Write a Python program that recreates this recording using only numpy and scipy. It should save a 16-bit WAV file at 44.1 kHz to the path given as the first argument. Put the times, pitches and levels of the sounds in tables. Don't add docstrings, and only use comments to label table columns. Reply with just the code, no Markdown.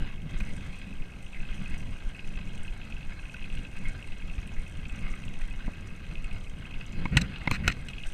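import sys
import numpy as np
from scipy import signal
from scipy.io import wavfile
from scipy.ndimage import uniform_filter1d

SR = 44100
rng = np.random.default_rng(int(sys.argv[2]) if len(sys.argv) > 2 else 0)


def master(y):
    cut = np.clip(np.atleast_2d(y).T, -1, 1)
    pcm = np.round(cut * 32767)
    wavfile.write(sys.argv[1], SR, pcm.astype(np.int16))


def linear_from_db(decibels):
    return 10 ** (np.asarray(decibels, float) / 20)


N = 358533
T = np.arange(N) / SR


def level(x):
    return x / np.sqrt(np.mean(x ** 2))


def peak(x, db):
    return x * linear_from_db(db) / np.max(np.abs(x))


def add(out, s, x):
    i = int(s * SR)
    out[i:i + len(x)] += x[:N - i]


def soften(x, hz):
    r = np.exp(-2 * np.pi * hz / SR)
    return signal.lfilter([1 - r], [1, -r], x)


def ring(x, hz, width):
    r = np.exp(-np.pi * width / SR)
    edge = (1 - r * r) / 2
    return signal.lfilter([edge, 0, -edge], [1, -2 * r * np.cos(2 * np.pi * hz / SR), r * r], x)


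def body(x, modes):
    return sum((-1) ** k * linear_from_db(db) * ring(x, hz, width) for k, (hz, width, db) in enumerate(modes))


def struck_at(modes, hz, focus_oct):
    return [(f, w, d - 6 * min(abs(np.log2(f / hz)) / focus_oct, 3.5)) for f, w, d in modes]


def walk(rate):
    k = int(SR / rate)
    held = np.repeat(rng.standard_normal(N // k + 1), k)
    return 1.3 * uniform_filter1d(uniform_filter1d(held, k), k)[:N]


def swells(rows, flat):
    return sum(db * np.exp(-np.abs((T - s) / (ms / 2000)) ** flat * np.log(2)) for s, db, ms in rows)


def grains(per_s, spread_db, tail_ms):
    chance = rng.random((3, N))
    size = linear_from_db(spread_db * np.minimum(-np.log(chance[1] + 1e-9), 2.5))
    hits = (chance[0] < per_s / SR) * size
    puffs = signal.lfilter([1], [1, -np.exp(-1000 / (tail_ms * SR))], hits)
    return level(puffs * (chance[2] - .5))


# f/Hz, level per Hz/dB
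RUMBLE_TILT = [(15, -30), (25, 0), (35, -18), (54, -14), (156, -21), (195, -18), (389, -54.5), (500, -39),
               (650, -80), (1100, -120)]


def rumble(db, flicker_db=1.1, gust_db=1.5, thump_db=2.0, sway_db=-40):
    hz, shape_db = np.transpose(RUMBLE_TILT)
    out = 0
    for f in 45 * 2 ** np.arange(0, 4, .5):
        band = level(ring(ring(rng.standard_normal(N), f, f / 2.28), f, f / 2.28))
        band_db = np.interp(np.log(f), np.log(hz), shape_db) + flicker_db * walk(14)
        out = out + linear_from_db(band_db) * np.sqrt(f) * band
    sway = level(ring(rng.standard_normal(N), 16.7, 6.7))
    return linear_from_db(db + gust_db * walk(8) + thump_db * walk(28)) * level(out) + linear_from_db(sway_db) * sway


# f/Hz, width/Hz, relative level/dB
CASE_MODES = [(500, 730, -24.5), (740, 280, -13), (1030, 110, -12), (1258, 250, -12), (1593, 105, -4.5),
              (2000, 148, -8), (2190, 69, -4), (2560, 91, -2), (2860, 110, -6.5), (3210, 150, -9),
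              (3730, 180, -13.5), (4090, 150, -12), (4936, 103, -16)]


def gravel(db, grit_db=-5, patchy_db=1.7, swell_db=1.2, surge_db=1.1):
    drive = grains(450, 3.0, 3.5) * linear_from_db(surge_db * walk(11))
    drive = drive + linear_from_db(grit_db) * rng.standard_normal(N)
    out = 0
    for k, (hz, width, mode_db) in enumerate(CASE_MODES):
        gain = linear_from_db(mode_db + patchy_db * walk(25) + swell_db * walk(7.6))
        out = out + (-1) ** k * gain * ring(drive, hz, width)
    return linear_from_db(db) * level(soften(soften(out, 3900), 4900))


# t/s, level/dB
CHAIN_LEVEL = [(0.0, -70), (0.34, -68), (0.59, -62.5), (1.04, -68), (1.47, -65), (4.89, -66), (5.21, -65),
               (5.86, -69.5), (7.99, -67), (8.13, -59)]
# f/Hz, width/Hz, relative level/dB
CASE_TOP_MODES = [(6100, 820, 18.5), (7290, 210, 18.5), (8240, 530, 19), (9540, 460, 15), (10400, 660, 7),
                  (12200, 800, -43.5), (14000, 1900, -71)]


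def chain(load, hiss_db=-3, burst_db=1.8, run_db=0.8, own_db=1.6):
    low_pass = signal.butter(8, 9500, fs=SR, output="sos")
    hiss = signal.sosfilt(low_pass, rng.standard_normal(N))
    contacts = soften(grains(450, 9.3, 2.5), 18000)
    drive = contacts * linear_from_db(burst_db * walk(30) + run_db * walk(7.4)) + linear_from_db(hiss_db) * hiss
    out = 0
    for k, (hz, width, mode_db) in enumerate(CASE_TOP_MODES):
        out = out + (-1) ** k * linear_from_db(mode_db) * ring(linear_from_db(own_db * walk(45)) * drive, hz, width)
    return linear_from_db(np.interp(T, *np.transpose(CHAIN_LEVEL)) + 0.7 * load) * level(out)


# t/s, level/dB
BOUNCE_LEVEL = [(0.0, -60.5), (0.74, -62.5), (1.22, -57), (1.47, -53), (1.99, -60), (2.53, -56.5),
                (3.21, -63), (3.42, -63), (3.82, -64), (5.12, -57), (5.41, -62), (6.66, -58.5), (7.0, -62),
                (7.12, -80), (7.8, -71), (7.99, -58.5), (8.13, -54)]


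def small_pings(load, per_s=48, uneven=.25, spread_db=1.5, group_db=0.8):
    chance = rng.standard_normal((600, 3))
    at = np.cumsum(SR / per_s * np.exp(uneven * chance[:, 0])).astype(int)
    to_loud_s = np.abs(at[:, None] / SR - np.array(LOUD_PINGS)[:, 0]).min(axis=1)
    keep = (at < N) & (to_loud_s > .013)
    size = linear_from_db(spread_db * np.clip(chance[:, 1], -3, 0.8))
    out = 0
    for hz, face in ((2570, chance[:, 2] < .3), (3050, chance[:, 2] >= .3)):
        blows = np.zeros(N)
        blows[at[keep & face]] = size[keep & face]
        puffs = soften(blows, 110) * rng.standard_normal(N)
        out = out + body(ring(puffs, hz, 1200), struck_at(CASE_MODES, hz, 0.17))
    db = np.interp(T, *np.transpose(BOUNCE_LEVEL)) - 0.75 * load
    return linear_from_db(db + group_db * walk(4.7)) * level(out)


def small_jolts(per_s=6.7, uneven=0.38, depth_db=-25, spread_db=3.5, width_ms=21, clear_s=.06):
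    chance = rng.standard_normal((200, 3))
    at = np.cumsum(np.exp(uneven * chance[:, 0]) / per_s)
    free = np.abs(at[:, None] - np.array(BIG_JOLTS)[:, 0]).min(axis=1) > clear_s
    rows = np.c_[at, depth_db + spread_db * chance[:, 1], width_ms * np.exp(.3 * chance[:, 2])]
    return list(rows[free & (at < N / SR)])


# t/s, level of the dip without its rebound/dB, width at half depth/ms
BIG_JOLTS = [(0.026, -16.5, 21), (0.364, -17, 15), (0.423, -16, 16), (0.52, -21.5, 37), (0.698, -22.5, 21),
             (1.01, -17.5, 21), (1.414, -18, 24.5), (1.511, -18, 16), (1.606, -22, 20), (1.74, -18.5, 28),
             (1.932, -21.5, 24), (2.073, -15.5, 18), (2.28, -21, 27), (2.365, -19.5, 14), (2.713, -18, 16),
             (2.948, -22.5, 14), (3.088, -19.5, 23), (3.248, -22, 15), (3.431, -25, 24), (3.528, -20, 19),
             (3.588, -19.5, 15.6), (3.784, -21.5, 34), (3.879, -16, 22.5), (4.125, -21, 31),
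             (4.245, -23, 19), (4.318, -19.5, 19), (4.386, -17.5, 7.8), (4.59, -15.5, 20), (5.05, -16, 20),
             (5.115, -17, 17.5), (5.369, -20.5, 35), (5.435, -14.5, 19), (5.512, -21.5, 14),
             (5.673, -18, 14), (6.101, -21.5, 11), (6.187, -21.5, 17), (6.251, -20, 15), (6.338, -17.5, 21),
             (7.174, -10.5, 4.5), (7.514, -21, 25), (7.68, -14.5, 4.6), (8.074, -17, 24)]


def jolts(rebound=2.87):
    out = 0
    for s, db, ms in list(BIG_JOLTS) + small_jolts():
        u = (T - s) / (ms / 2355)
        dip = np.exp(-u ** 2 / 2)
        recoil = np.exp(-u ** 2 / 2 / rebound ** 2) / rebound
        out = out + linear_from_db(db) * (recoil - dip)
    return out


# t at the top/s, added level/dB, length at half that gain/ms
STRAP_SHUDDERS = [(0.25, 9.5, 45), (0.335, 5.5, 41), (0.41, 3.5, 42), (0.515, 3.5, 52), (0.925, 5.5, 60),
                  (6.61, 3.5, 85), (7.135, 16.5, 28), (7.17, 16.5, 29), (7.225, 10, 56), (7.518, 13, 20),
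                  (7.655, 8.5, 77), (7.7, 0.5, 31)]


def shudder_db():
    return swells(STRAP_SHUDDERS, 1.9)


def thrum(hum_hz=179, db=-42, waver=0.1, flutter_db=3.0):
    phase = 2 * np.pi * np.cumsum(hum_hz * (1 + waver * walk(25))) / SR
    hum = np.sin(phase) * linear_from_db(flutter_db * walk(40))
    return linear_from_db(db) * (linear_from_db(shudder_db()) - 1) * level(hum)


def taps(events, modes, focus_oct, contact_ms, reach, rebound_ms, rebound_db):
    crack_db, crack_ms, crack_up = -8, 0.26, 1.22
    out, t = np.zeros(N), T[:SR // 20]
    chance = rng.standard_normal((len(events), 2, len(t)))
    for (s, db, hz), pair in zip(events, chance):
        crack_hz = crack_up * hz
        for noise, late_ms, less_db in zip(pair, (0, rebound_ms), (0, rebound_db)):
            contact = (1 - np.exp(-t * 4000)) * noise * np.exp(-t * 1000 / contact_ms)
            blow = ring(contact, hz, reach * hz)
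            snap = noise * np.exp(-t * 1000 / crack_ms)
            crack = ring(ring(snap, crack_hz, 0.2 * hz), crack_hz, 0.2 * hz)
            tap = peak(body(blow, struck_at(modes, hz, focus_oct)), 0) + peak(crack, crack_db)
            add(out, s + late_ms / 1000, linear_from_db(db + less_db) * tap)
    return out


# t/s, peak level of the ring without its crack/dB, strongest ring f/Hz
LOUD_TICKS = [(0.3855, -46.5, 6860), (0.563, -46, 8300), (0.7866, -50, 8170), (1.225, -49, 8060),
              (2.576, -51, 8360), (2.6319, -42, 8240), (3.8821, -44, 8200), (4.072, -46.5, 8400),
              (4.4727, -47.5, 9400), (4.594, -49, 9400), (4.92, -51, 9050), (4.99, -49, 8300),
              (5.115, -47, 6200), (5.25, -50, 7100), (5.8721, -48, 6030), (6.2412, -49, 8240),
              (6.4951, -48, 6120), (6.8638, -43.5, 6440), (6.9225, -46.5, 6120)]


def ticks():
    return taps(LOUD_TICKS, CASE_TOP_MODES, focus_oct=0.36, contact_ms=5.1, reach=0.76,
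                rebound_ms=12, rebound_db=-15)


# t/s, length/ms, rms level of the body/dB, treble level over the body/dB, strongest ring f/Hz
SCRAPE_STROKES = [(0.396, 9.6, -57, -12, 2400), (7.113, 73, -45.5, -19, 2150), (7.176, 17, -42, -24, 2200),
                  (7.21, 12, -41.5, 1, 2550), (7.228, 39, -49.5, -31, 2150), (7.445, 22, -50, -33, 2150),
                  (7.515, 51, -43.5, -4, 2200), (7.538, 34, -44, -27, 2550), (7.629, 72, -42.5, -19, 2100),
                  (7.683, 12, -42, -13, 2700), (7.694, 12, -37.5, -22, 2880), (7.712, 16.6, -43, -7, 2850)]
# f/Hz, width/Hz, relative level/dB
MOUNT_MODES = [(640, 120, 4), (970, 540, -5), (1010, 150, 0), (1480, 180, 10), (1750, 185, 7.5),
               (1880, 193, 9), (2190, 240, 5.5), (2550, 236, 7.5), (2870, 296, 2), (3480, 190, -7.5)]
# f/Hz, width/Hz, relative level/dB
MOUNT_TOP_MODES = [(3930, 220, 11), (4240, 180, 12), (5190, 220, 3.5), (6020, 210, 4.5), (7590, 860, 1.5),
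                   (8170, 420, 4), (10600, 620, -15), (11700, 310, -12), (13700, 900, -23)]


def scrapes(focus_oct=0.59):
    out, grit = np.zeros(N), grains(2400, 3.5, 1.0)
    for s, ms, db, rel_db, hz in SCRAPE_STROKES:
        rub = grit[int(s * SR):][:int(ms * SR / 1000)]
        rub = np.pad(level(rub) * np.hanning(len(rub)) ** 0.38, (0, 900))
        top = soften(soften(rub, 6500), 6500) if rel_db < -3 else rub
        low_ring = level(body(rub, struck_at(MOUNT_MODES, hz, focus_oct)))
        top_ring = linear_from_db(rel_db) * level(body(top, MOUNT_TOP_MODES))
        add(out, s, linear_from_db(db) * (low_ring + top_ring))
    return out


# t/s, peak level of the body/dB, strongest ring f/Hz, treble level over the body/dB, #
# thud peak level/dB, spread of the ring/octaves, contact/ms
MOUNT_KNOCKS = [(0.402, -30, 2480, -18, -36, 0.37, 8.7), (3.236, -46, 1500, -40, -55, .3, 4.9),
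                (3.34, -34.5, 1530, -20, -44, .3, 5.6), (5.678, -29, 685, -35, -28, 0.79, 4.4),
                (5.686, -36, 640, -40, -38, 0.35, 6), (7.0541, -25, 2240, -34, -26.5, 0.21, 8.5),
                (7.0538, -27.5, 1010, -45, -27, 0.14, 8.4), (7.1697, -7, 2450, -8, -19.5, 0.6, 4.8),
                (7.474, -17, 2160, -34, -15, 0.19, 7.4), (7.512, -16, 2500, -12.5, -16, 0.32, 3.3),
                (7.678, -8.5, 2700, -6.5, -19, 0.97, 2.6), (7.767, -43, 2150, -10, -42, .6, 5.7),
                (7.885, -31, 2940, -7, -57, 0.23, 3)]
# f/Hz, width/Hz, relative level/dB
THUD_MODES = [(188, 197, 8), (365, 220, 9), (620, 720, 4.5), (950, 120, -17.5), (990, 110, 8),
              (1266, 140, 10)]


def knocks(rattle_db=-28, rise_ms=0.25, strike=2.03, thud_ms=0.99, dull_cut=0.85, chirp=0.61,
           crack_ms=1.7, crack_db=-4):
    out, t = np.zeros(N), T[:SR // 6] * 1000
    for s, db, hz, rel_db, thud_db, focus, ms in MOUNT_KNOCKS:
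        hard = np.interp(rel_db, [-28, -13], [0, 1])
        contact = np.exp(-(t / max(ms, .5)) ** (4 - 3 * hard)) + hard * linear_from_db(rattle_db) * np.exp(-t / 30)
        slip = (1 - hard) * chirp * np.sin(2 * np.pi * hz * t / 1000)
        blow = (rng.standard_normal(len(t)) + slip) * (1 - np.exp(-t / rise_ms)) * contact
        blow[int(rise_ms * SR / 1000)] -= strike * (1 + 2 * hard)
        snap = soften(blow * np.exp(-t / crack_ms), hz)
        crack = ring(ring(snap, 1.03 * hz, 1.16 * hz), 1.03 * hz, 1.16 * hz)
        held = 1
        if hard < .5:
            for _ in range(3):
                blow = soften(blow, dull_cut * hz)
            held = np.exp(-(t / (1.1 * ms)) ** 6)
        low_clack = peak(held * body(blow, struck_at(MOUNT_MODES, hz, focus)), db)
        top_clack = peak(body(soften(blow, 9000), MOUNT_TOP_MODES), db + rel_db)
        push = t / thud_ms * np.exp(-t / thud_ms) + 0.37 * blow
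        thud = peak(body(push, THUD_MODES), thud_db)
        add(out, s, low_clack + top_clack + peak(crack, db + crack_db) - thud)
    return out


# t at the top/s, added level/dB, length at half that gain/ms
STONE_CRUNCHES = [(0.5, 13.5, 54), (1.35, 15, 52), (1.73, 1, 41), (3.47, 9, 33), (3.875, 13.5, 46),
                  (4.59, 7.5, 70), (5.045, 6, 33), (5.11, 7, 63), (5.67, 7, 37), (6.33, 7, 28)]


def crunch(load, db=-62, db_per_load=2.6, ring_hz=2120):
    gain = linear_from_db(db + db_per_load * load + swells(STONE_CRUNCHES, 2.0))
    return gain * level(body(grains(700, 9.3, 4.4), struck_at(CASE_MODES, ring_hz, 0.12)))


# t/s, peak level of the ring without its crack/dB, strongest ring f/Hz
LOUD_PINGS = [(1.0212, -40, 2600), (1.3447, -34, 2230), (1.657, -38, 2550), (1.7394, -33.5, 2120),
              (2.192, -33.5, 2550), (2.3882, -37.5, 2560), (2.6784, -34.5, 2550), (2.923, -33, 2550),
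              (2.9654, -37, 2560), (3.254, -38, 2550), (3.343, -36.5, 2560), (3.365, -37, 2560),
              (3.393, -38, 2700), (3.423, -37, 2560), (3.5, -35.5, 2620), (3.525, -40, 2600),
              (3.573, -35.5, 2700), (3.591, -40, 2560), (3.2952, -37, 2560), (2.337, -40, 2560),
              (2.355, -39, 2600), (2.372, -37, 2560), (2.41, -40, 2560), (2.506, -47, 2750),
              (2.5476, -43, 2560), (2.5767, -39.5, 2830), (2.814, -38, 2560), (0.607, -40, 2560),
              (0.815, -38, 2560), (1.4506, -39, 2560), (1.5775, -39, 2560), (3.007, -40.5, 2560),
              (3.029, -40, 2600), (3.192, -41, 2570), (3.228, -43, 2560), (3.55, -40, 2520),
              (4.221, -39.5, 2560), (4.35, -44, 2880), (4.475, -40.5, 2900), (4.664, -40, 2560),
              (4.752, -44, 2930), (4.1195, -38, 2560), (4.38, -38, 2560), (4.427, -38, 2560),
              (4.7972, -43, 2560), (4.9465, -40, 2560), (4.988, -38, 2620), (6.36, -47, 2560),
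              (6.707, -38, 2560), (6.928, -39, 2560), (3.442, -33, 2590), (3.649, -35.5, 2670),
              (4.0252, -35, 2560), (4.2973, -37, 2550), (4.853, -34, 2610), (4.8954, -35.5, 2570),
              (5.137, -36, 2190), (5.237, -36, 2570), (5.28, -35.5, 2640), (5.338, -37.5, 2700),
              (5.4145, -37, 2030), (5.5087, -38, 2550), (6.111, -39, 2560), (6.154, -32.5, 2550),
              (6.2434, -35.5, 2560), (6.311, -37.5, 2560), (6.739, -34.5, 2600), (6.81, -34.5, 2620),
              (7.3585, -33, 2860), (7.414, -36, 2060), (7.933, -32.5, 2700), (7.9814, -32.5, 2670),
              (8.0345, -30, 2770)]


def pings():
    return taps(LOUD_PINGS, CASE_MODES, focus_oct=0.13, contact_ms=2.34, reach=1.0,
                rebound_ms=16, rebound_db=-10.5)


# t/s, rumble level/dB, gravel level/dB
ROAD_LEVELS = [(0.0, -37.5, -47), (0.17, -50, -56), (0.36, -41.5, -51), (0.74, -45.5, -50.5),
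               (0.95, -44.5, -55), (1.25, -48, -55.5), (1.72, -40, -49), (2.05, -46, -55), (2.85, -43, -52),
               (3.28, -47.5, -56), (3.56, -42, -51), (3.72, -47, -54), (3.89, -41, -50.5),
               (4.1, -48.5, -55), (4.7, -42.5, -54), (5.14, -42.5, -51), (5.3, -45.5, -52.5),
               (6.16, -42, -54.5), (6.36, -44.5, -50), (6.46, -46, -56), (6.9, -39, -52), (7.31, -41, -48),
               (7.72, -37, -51.5), (8.13, -54, -52)]


def scene(rumble_db_per_load=1.0, gravel_db_per_load=0.04):
    s, *columns = np.transpose(ROAD_LEVELS)
    rumble_db, gravel_db = (np.interp(T, s, c) for c in columns)
    bumps = jolts()
    load = uniform_filter1d(np.abs(bumps), size=2200)
    load = load / load.mean() - 1
    rolling = rumble(rumble_db + shudder_db() + rumble_db_per_load * load)
    rolling = rolling + gravel(gravel_db + gravel_db_per_load * load)
    rattle = chain(load) + small_pings(load) + ticks() + pings()
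    mix = rolling + rattle + bumps + thrum() + scrapes() + knocks() + crunch(load)
    return mix[None]


def band_limit(x):
    return signal.sosfilt(signal.butter(12, 15460, fs=SR, output="sos"), x)


def record(dry):
    low_pass = signal.ellip(8, .2, 70, 15150, fs=SR, output="sos")
    mix = signal.sosfilt(low_pass, dry)
    return band_limit(mix)


dry = scene()
out = record(dry)
master(out)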